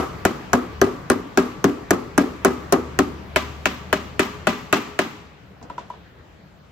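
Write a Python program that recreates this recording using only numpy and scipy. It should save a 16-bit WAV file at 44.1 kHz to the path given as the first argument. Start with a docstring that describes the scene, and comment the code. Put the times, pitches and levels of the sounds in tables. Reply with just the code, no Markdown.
"""A plastic-faced mallet knocks a scooter's cast transmission cover, first on its face, then nearer its rim.
The cover booms as a sum of decaying modes; shaped noise gives the tick, the buzz of loose parts and the room tail.
A far engine drones as a wavering tone over banded workshop noise; later a tool drops and bounces, ringing briefly.
A phone with two microphone ports stands close by: the ports differ in phase and level, and peaks are limited."""
import sys
import numpy as np
from scipy import signal
from scipy.fft import rfft, irfft, next_fast_len
from scipy.io import wavfile
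from scipy.ndimage import uniform_filter1d, minimum_filter1d

SR = 44100
rng = np.random.default_rng(int(sys.argv[2]) if len(sys.argv) > 2 else 0)


def pcm_store(signal):
    """Save signal as 16-bit PCM."""
    levels = np.round(np.clip(np.atleast_2d(signal), -1, 1) * 32767)
    wavfile.write(sys.argv[1], SR, levels.astype(np.int16).T)


N = 295911

# Mallet blows: (time [s], strength [dB], boom [dB re strength], tick [dB re strength],
# thud [dB re strength], spot [0 face - 1 rim])
BLOWS = [(-.03, -4.5, -7, 15, -5, 0.046), (.251, -10, 0.5, 1, 11.5, 0.41),
         (0.532, -8, -3.5, -2, 7.5, 0.033), (.815, -7, -1, -5.5, 7.5, 0.13), (1.1, -11, 2.5, -0.5, 6, 0.2),
         (1.374, -6.5, -2, -1.5, 1.5, 0.25), (1.642, -11, 5.5, -1.5, -1, 0.23),
         (1.907, -9, 1.5, -1, -0.5, 0.12), (2.178, -8.5, 3.5, -2, -2, 0.27),
         (2.448, -6, -0.5, 1.5, -22, 0.16), (2.724, -8.5, 0, 6.5, 3.5, 0.041),
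         (2.989, -11.5, 4, -2, 11.5, 0.3), (3.3599, -10, -3.5, -7.5, 1, 0.72),
         (3.656, -13, -3, -5.5, 5, 0.81), (3.9277, -12, -2.5, -5.5, 4, 0.62),
         (4.1936, -8.5, -3, -6.5, 2, 0.65), (4.47, -9, -2, -4, -12, 0.67),
         (4.727, -7.5, -0.5, -3.5, -8.5, 0.65), (4.99, -12, -0.5, -3.5, -6, 0.68)]
BANDS = 35 * 2 ** np.arange(0, 9, 1 / 3)  # third-octave centres [Hz]


def amp(db):
    """Level to amplitude: 20 dB is a factor of ten."""
    return 10 ** (np.asarray(db) / 20)


def at(table, hz, column=1):
    """Interpolation of a table column on a logarithmic frequency axis."""
    rows = np.array(table, float)
    return np.interp(np.log(hz), np.log(rows[:, 0]), rows[:, column])


def fade(t, t60):
    """Exponential decay from t = 0, down 60 dB after t60 seconds."""
    return np.exp(-float(np.log(1000)) * t / t60)


def add(out, sound, s, pan_db=0.):
    """Superposition: mix a sound in at time s, left louder than right by pan_db."""
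    i = int(round(s * SR))
    sound = sound[..., max(-i, 0):N - i] * amp(np.array([[pan_db], [-pan_db]]) / 2)
    out[:, max(i, 0):max(i, 0) + sound.shape[-1]] += sound


def walk(rate):
    """Low-pass random fluctuation of unit spread, from smoothed random steps at a rate per second."""
    k = int(SR / rate)
    steps = np.repeat(rng.standard_normal(N // k + 1), k)
    x = uniform_filter1d(uniform_filter1d(steps, k), k)[:N]
    return x / x.std()


def bands():
    """Partial correlation: third-octave noises mixed from mid and side, as bands x channels x samples."""
    # Left-right likeness of the noise: (frequency [Hz], correlation [0 to 1])
    likeness = [(50, 1), (300, 0.68), (1000, 0.093), (2500, 0.18), (5000, 0.2), (7500, 0.12), (8800, 0.98),
                (10800, 0.9), (15000, 0.76)]
    size = next_fast_len(N)
    hz = np.arange(1, size // 2 + 2) * SR / size
    pair = rfft(rng.standard_normal((2, size), dtype=np.float32))
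    out = np.empty((len(BANDS), 2, N), np.float32)
    for k, centre in enumerate(BANDS):
        alike = np.clip(at(likeness, centre), 0, 1)
        window = np.clip(1 - 3 * abs(np.log2(hz / centre)), 0, 1)
        filtered = irfft(pair * np.float32(window), size)[:, :N]
        mid, side = filtered * np.sqrt([[1 + alike], [1 - alike]])
        out[k] = mid + side, mid - side
    return out


def ring(hz, db, t60, chance, knock_db, cycles=0.91):
    """Modal synthesis: modes swell over some cycles, so lows come late; much energy drains at once into the frame."""
    t = np.arange(int(.45 * SR), dtype=np.float32) / np.float32(SR)
    pitch, level, phase_shift, port, cluster = np.float32(chance)
    hz = (hz * (1 + 0.00513 * chance[0]))[:, None].astype(np.float32)
    t60 = np.float32(t60)
    swell = 1 - np.exp(-(t * hz / cycles) ** 2)
    beat = 1 + .7 * np.sin(2 * np.pi * 0.01195 * hz * t + 2 * cluster[:, None])  # each mode is a close cluster
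    knock_gain = np.float32(amp(knock_db + 3.8 * np.log2(hz / 400)))
    knock_t60 = 0.051 * (hz / 400) ** -.7
    decay = beat * fade(t, t60[:, None]) + knock_gain * fade(t, knock_t60)
    envelope, phase = swell * decay, 2 * np.pi * hz * t
    turn = 0.7 * port * np.clip(hz[:, 0] / 2500, 0, 1)  # each port hears its own phases
    # low modes start nearly together, higher neighbours opposed
    start = np.pi * np.arange(len(hz)) * (hz[:, 0] > 600) + .4 * phase_shift
    start = start + np.outer([1, -1], turn)
    size = amp(db + 1.78 * level)
    cosine_part = size * np.sin(start) @ (envelope * np.cos(phase))
    return size * np.cos(start) @ (envelope * np.sin(phase)) + cosine_part


def blow_tone(hz, boom_db, spot):
    """Spectral balance of a blow: boom below 350 Hz, ring from 600 to 1350 Hz, crack above 2 kHz."""
    ring_db = -3.5
    crack_db = -3.3 + spot * 3.3
    return at([(350, boom_db), (600, ring_db), (1350, ring_db), (2000, crack_db)], hz)


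def cover_modes():
    """Modal excitation: the struck spot sets each mode's share; a far wall returns a duller echo."""
    # Cover modes: (nominal frequency [Hz], face-struck level [dB], rim-struck level [dB], t60 [s])
    cover = [(162.5, -9.5, -21, .2), (188, -6, -6.5, 0.19), (218.3, -20.5, -9, 0.46),
             (248.4, -2, -11.5, 0.35), (281.4, 1.5, -10, 0.21), (351, -6, -27, 0.26), (384.9, 4, -2, 0.16),
             (413, -24.5, -12, 0.92), (472.5, -13, -16.5, 0.082), (534, -8, -12, 0.14),
             (614.6, -6.5, -1.5, 0.13), (695, -2.5, -16, 0.13), (770, -10.5, -11.5, 0.24),
             (970, -13, -52.5, 0.031), (1013, -38.5, -3, 0.49), (1062, -8, -22, 0.14),
             (1162, -18.5, -17, 0.86), (1226, -9, -11.5, 0.36), (1303, -12, -19, 0.4),
             (1340, -24.5, -24, 0.55), (1440, -6.5, -2, 0.034), (1631, -8, -8.5, 0.14),
             (1789, -9.5, -3.5, 0.055), (1993, -19.5, -12, 0.29), (2232, -19.5, -9.5, 0.085),
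             (2575, -23, -1.5, 0.12), (2954, -29.5, -14, 0.12), (3010, -23.5, -8.5, 0.1),
             (4020, -61, -19.5, 0.29), (6060, -8, -53, 0.01)]
    hz, face_db, rim_db, t60 = np.transpose(cover)
    echo_s = 0.057  # round trip to the far wall
    out = np.zeros((2, N))
    chances = rng.standard_normal((len(BLOWS), 5, len(hz)))
    for (s, strength_db, boom_db, _, _, spot), chance in zip(BLOWS, chances):
        db = face_db + spot * (rim_db - face_db) + blow_tone(hz, boom_db, spot)
        knock_db = 13 - 3 * spot  # prompt energy loss, greater on the face
        modes = amp(strength_db - 8.0) * ring(hz, db, t60, chance, knock_db)
        add(out, modes, s)
        add(out, amp(-25.0) * uniform_filter1d(modes, size=12), s + echo_s)
    return out


def floor_thud():
    """Impulse transmission: a one-sided pressure push arrives through the floor after a short delay."""
    t = np.arange(int(.9 * SR)) / SR
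    thud = t / 0.0018 * np.exp(1 - t / 0.00069)  # one push, no swing back
    out = np.zeros((2, N))
    for s, strength_db, _, _, thud_db, _ in BLOWS:
        add(out, amp(strength_db + thud_db) * thud, s + 0.0068)
    return out


def contact_noise(noise):
    """Noise under decaying envelopes: the plastic face ticks, loose parts buzz and the room reverberates."""
    # Tick spectrum: (frequency [Hz], relative density [dB per Hz]), then decay: (frequency [Hz], t60 [s])
    tick_colour, tick_t60 = [(290, -25.5), (500, 4.5), (1500, -6), (2500, -18.5), (3900, -16), (5200, -15),
                             (6800, -11), (8500, -3.5), (10500, -21.5), (13000, 0), (14800, -27),
                             (16400, -36)], [(500, 0.03), (2000, 0.039), (6000, 0.022), (13000, 0.013)]
    # Buzz and room spectrum, struck on the face and at the rim: (frequency [Hz], relative density [dB per Hz])
    buzz_face, buzz_rim = [(60, -17.5), (100, 4.5), (140, -34.5), (250, -10.5), (410, -8), (630, -23),
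                           (1200, -12.5), (1550, -25), (3500, -36.5), (7000, -37.5), (9500, -42),
                           (12500, -54.5), (16400, -63.5)], [(60, -33), (100, -16), (245, -9.5), (400, -26), (490, -29.5),
                                              (1000, -13), (1700, -18), (2700, -17), (4500, -27),
                                              (7400, -30.5), (9500, -48.5), (12500, -45), (16400, -52.5)]
    # Decay of the buzz and of the room: (frequency [Hz], t60 [s])
    buzz_t60, room_t60 = [(100, 0.17), (300, 0.4), (1000, 0.17), (3000, 0.18), (8000, 0.12), (14000, 0.48)], [(100, 0.27), (500, 0.94), (2000, 0.92), (6000, 0.79),
                                            (14000, 0.67)]
    t = np.arange(int(.9 * SR)) / SR
    tick = amp(at(tick_colour, BANDS) + 9.0)[:, None] * fade(t, at(tick_t60, BANDS)[:, None])
    tick = tick * (1 - np.exp(-t / 0.00014))
    buzz = fade(t, at(buzz_t60, BANDS)[:, None]) * (1 - np.exp(-t * BANDS[:, None] / 2.0))
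    room = amp(-10.0) * fade(t, at(room_t60, BANDS)[:, None]) * (1 - np.exp(-t / 0.0033))
    chatter = amp(3 * walk(180))  # loose parts touch unevenly: 3 dB spread, 180 random steps per second
    contacts = rng.standard_normal((len(BLOWS), len(BANDS)))
    envelope = np.zeros((len(BANDS), N), np.float32)
    for (s, strength_db, boom_db, tick_db, _, spot), contact in zip(BLOWS, contacts):
        rattle = chatter[int(abs(s) * SR):][:len(t)]
        colour = at(buzz_face, BANDS) * (1 - spot) + at(buzz_rim, BANDS) * spot
        colour = colour + blow_tone(BANDS, boom_db, spot)
        touch = amp(tick_db - 2.0 + 3.5 * contact)[:, None]  # every contact has its own colour
        tail = amp(colour + 9.5)[:, None] * (rattle * buzz + room)
        shape = amp(strength_db + 5.0) * (touch * tick + tail)
        i = int(round(s * SR))
        envelope[:, max(i, 0):i + len(t)] += shape[:, max(-i, 0):]
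    return np.einsum("bn,bcn->cn", envelope, noise)


def mallet(noise):
    """Impact response as a sum of modal ringing, floor-borne push and contact noise."""
    return cover_modes() + floor_thud() + contact_noise(noise)


def drone():
    """Periodic excitation: a far engine's firing tone and its octave, wavering in pitch and level."""
    # Course of the engine's level: (time [s], level [dB])
    level = [(0, -27), (.5, -49), (0.802, -31), (1.101, -74), (2.1, -52), (2.4, -36.5), (3, -31.5),
             (3.6, -31), (3.8, -35), (4.4, -35), (4.599, -47), (5.8, -49), (6.3, -54), (6.71, -65.5)]
    s, db = np.transpose(level)
    firing_hz = 73.6
    phase = 2 * np.pi * np.cumsum(firing_hz * (1 + .008 * walk(5))) / SR
    tone = np.sin(phase) + amp(-16.0) * np.sin(2 * phase)
    return tone * amp(np.interp(np.arange(N) / SR, s, db) + 1.3 * walk(6))


def shop(noise):
    """Coloured noise with a changing level: the workshop's rumble and hiss, each band flickering a little."""
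    # Background spectrum: (frequency [Hz], relative density [dB per Hz])
    spectrum = [(15, -52), (25, -6.5), (65, 0), (102, -3.5), (191, -3), (213, -12.5), (244, -11.5),
                (703, -17.5), (1970, -23.5), (8770, -45), (9510, -51.5), (14700, -50.5), (16400, -67)]
    # Course of the background: (time [s], level [dB])
    level = [(0, -33.5), (1.5, -37.5), (3, -36), (4.5, -37.5), (5.4, -44.5), (6.2, -44.5), (6.71, -46.5)]
    out = 0
    for hz, band in zip(BANDS, noise):
        # each band's noise runs backwards in time
        out = out + amp(at(spectrum, hz) + 2.04 * walk(24)) * band[:, ::-1]
    s, db = np.transpose(level)
    return out / out.std() * amp(np.interp(np.arange(N) / SR, s, db))


def tool(noise):
    """Repeated impact: each bounce ticks, clacks with a close echo tail and excites modes; clean rebounds ring."""
    # Bounces: (time [s], strength [dB], bounce [0 dull tumble - 1 ringing rebound], tick [dB re strength])
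    drops = [(5.614, -28.5, .05, -45), (5.627, -33, .2, -10), (5.638, -48, .05, -33), (5.652, -39, .1, -31),
             (5.699, -25.5, 0.83, -47), (5.78, -24.5, 1, -37), (5.792, -36, .45, -18),
             (5.901, -27.5, 0.83, -43), (5.938, -36, .65, -35)]
    # Tool modes: (nominal frequency [Hz], relative level [dB], t60 [s])
    modes = [(650, 3, 0.024), (877, -4.5, 0.035), (978, 3, 0.058), (1325, -1.5, 0.022), (1470, -16, 0.017)]
    # Clack spectrum: (frequency [Hz], relative density [dB per Hz])
    clack = [(88, -32), (150, -16.5), (433, -15.5), (968, -15.5), (1820, -26), (3750, -32), (5040, -43),
             (6500, -39.5), (9820, -55), (13700, -66), (16400, -80)]
    hz, db, t60 = np.transpose(modes)
    tick_hz, tick_t60, pan_db = 5600, 0.064, -1
    out, t = np.zeros((2, N)), np.arange(int(.2 * SR)) / SR
    decay = fade(t, 0.026) + amp(0.5) * fade(t, 0.36)  # dry clack, then echo tail
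    chances = rng.standard_normal((len(drops), 5, len(hz)))
    for (s, strength_db, bounce, tick_db), chance in zip(drops, chances):
        bright_db = -5.5 + bounce * 6.5  # spectral tilt, dB per octave
        ring_db = -21 * (1 - bounce)
        ringing = ring(hz, db + ring_db, t60, chance, knock_db=-26.0, cycles=2.1)
        add(out, amp(strength_db + 0.2) * ringing, s, pan_db)
        colour = amp(at(clack, BANDS) + bright_db * np.log2(BANDS / 500))
        i = int(s * SR)
        burst = noise[:, :, i:i + len(t)]
        tick = burst[abs(np.log2(BANDS / tick_hz)) < .6].sum(axis=0) * fade(t, tick_t60)
        add(out, amp(strength_db + tick_db) * tick, s, pan_db)
        add(out, amp(strength_db + 9.5) * decay * np.tensordot(colour, burst, axes=1), s, pan_db)
    return out


def scene():
    """Superposition of mallet, engine, workshop and tool."""
    noise = bands()
    return mallet(noise) + drone() + shop(noise) + tool(noise)


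def record(dry):
    """Linear port filtering with a bass roll-off, then look-ahead gain reduction at peaks and a steep low-pass."""
    # Phase between the ports: (frequency [Hz], left lead [rad])
    port_phase = [(100, 0), (1300, -.1), (4000, -.6), (6500, -1.4), (8700, -np.pi), (10700, -np.pi),
                  (11600, -5.6), (16000, -6.2)]
    # Level between the ports: (frequency [Hz], left minus right [dB])
    port_balance = [(30, 1.5), (70, 3.2), (200, 2), (400, 1.5), (650, 4), (1300, 1), (2400, 2.2), (4400, 3),
                    (8000, 0), (15000, 0)]
    size = next_fast_len(N + 512)
    hz = np.arange(1, size // 2 + 2) * SR / size
    side = np.array([[.5], [-.5]])  # each port takes half the difference
    ports = amp(side * at(port_balance, hz)) * np.exp(1j * side * at(port_phase, hz))
    ports = ports / (1 - 1j * 120.0 / hz)  # first-order high-pass at 120 Hz
    wet = irfft(rfft(dry, size) * ports, size)[:, :N]
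    need = np.minimum(amp(-1.3) / (abs(wet).max(axis=0) + 1e-9), 1)
    gain = uniform_filter1d(minimum_filter1d(need, size=120), size=120)
    low_pass = signal.ellip(10, .1, 80, 16300, fs=SR, output="sos")
    return signal.sosfilt(low_pass, wet * gain)


dry = scene()
out = record(dry)
pcm_store(out)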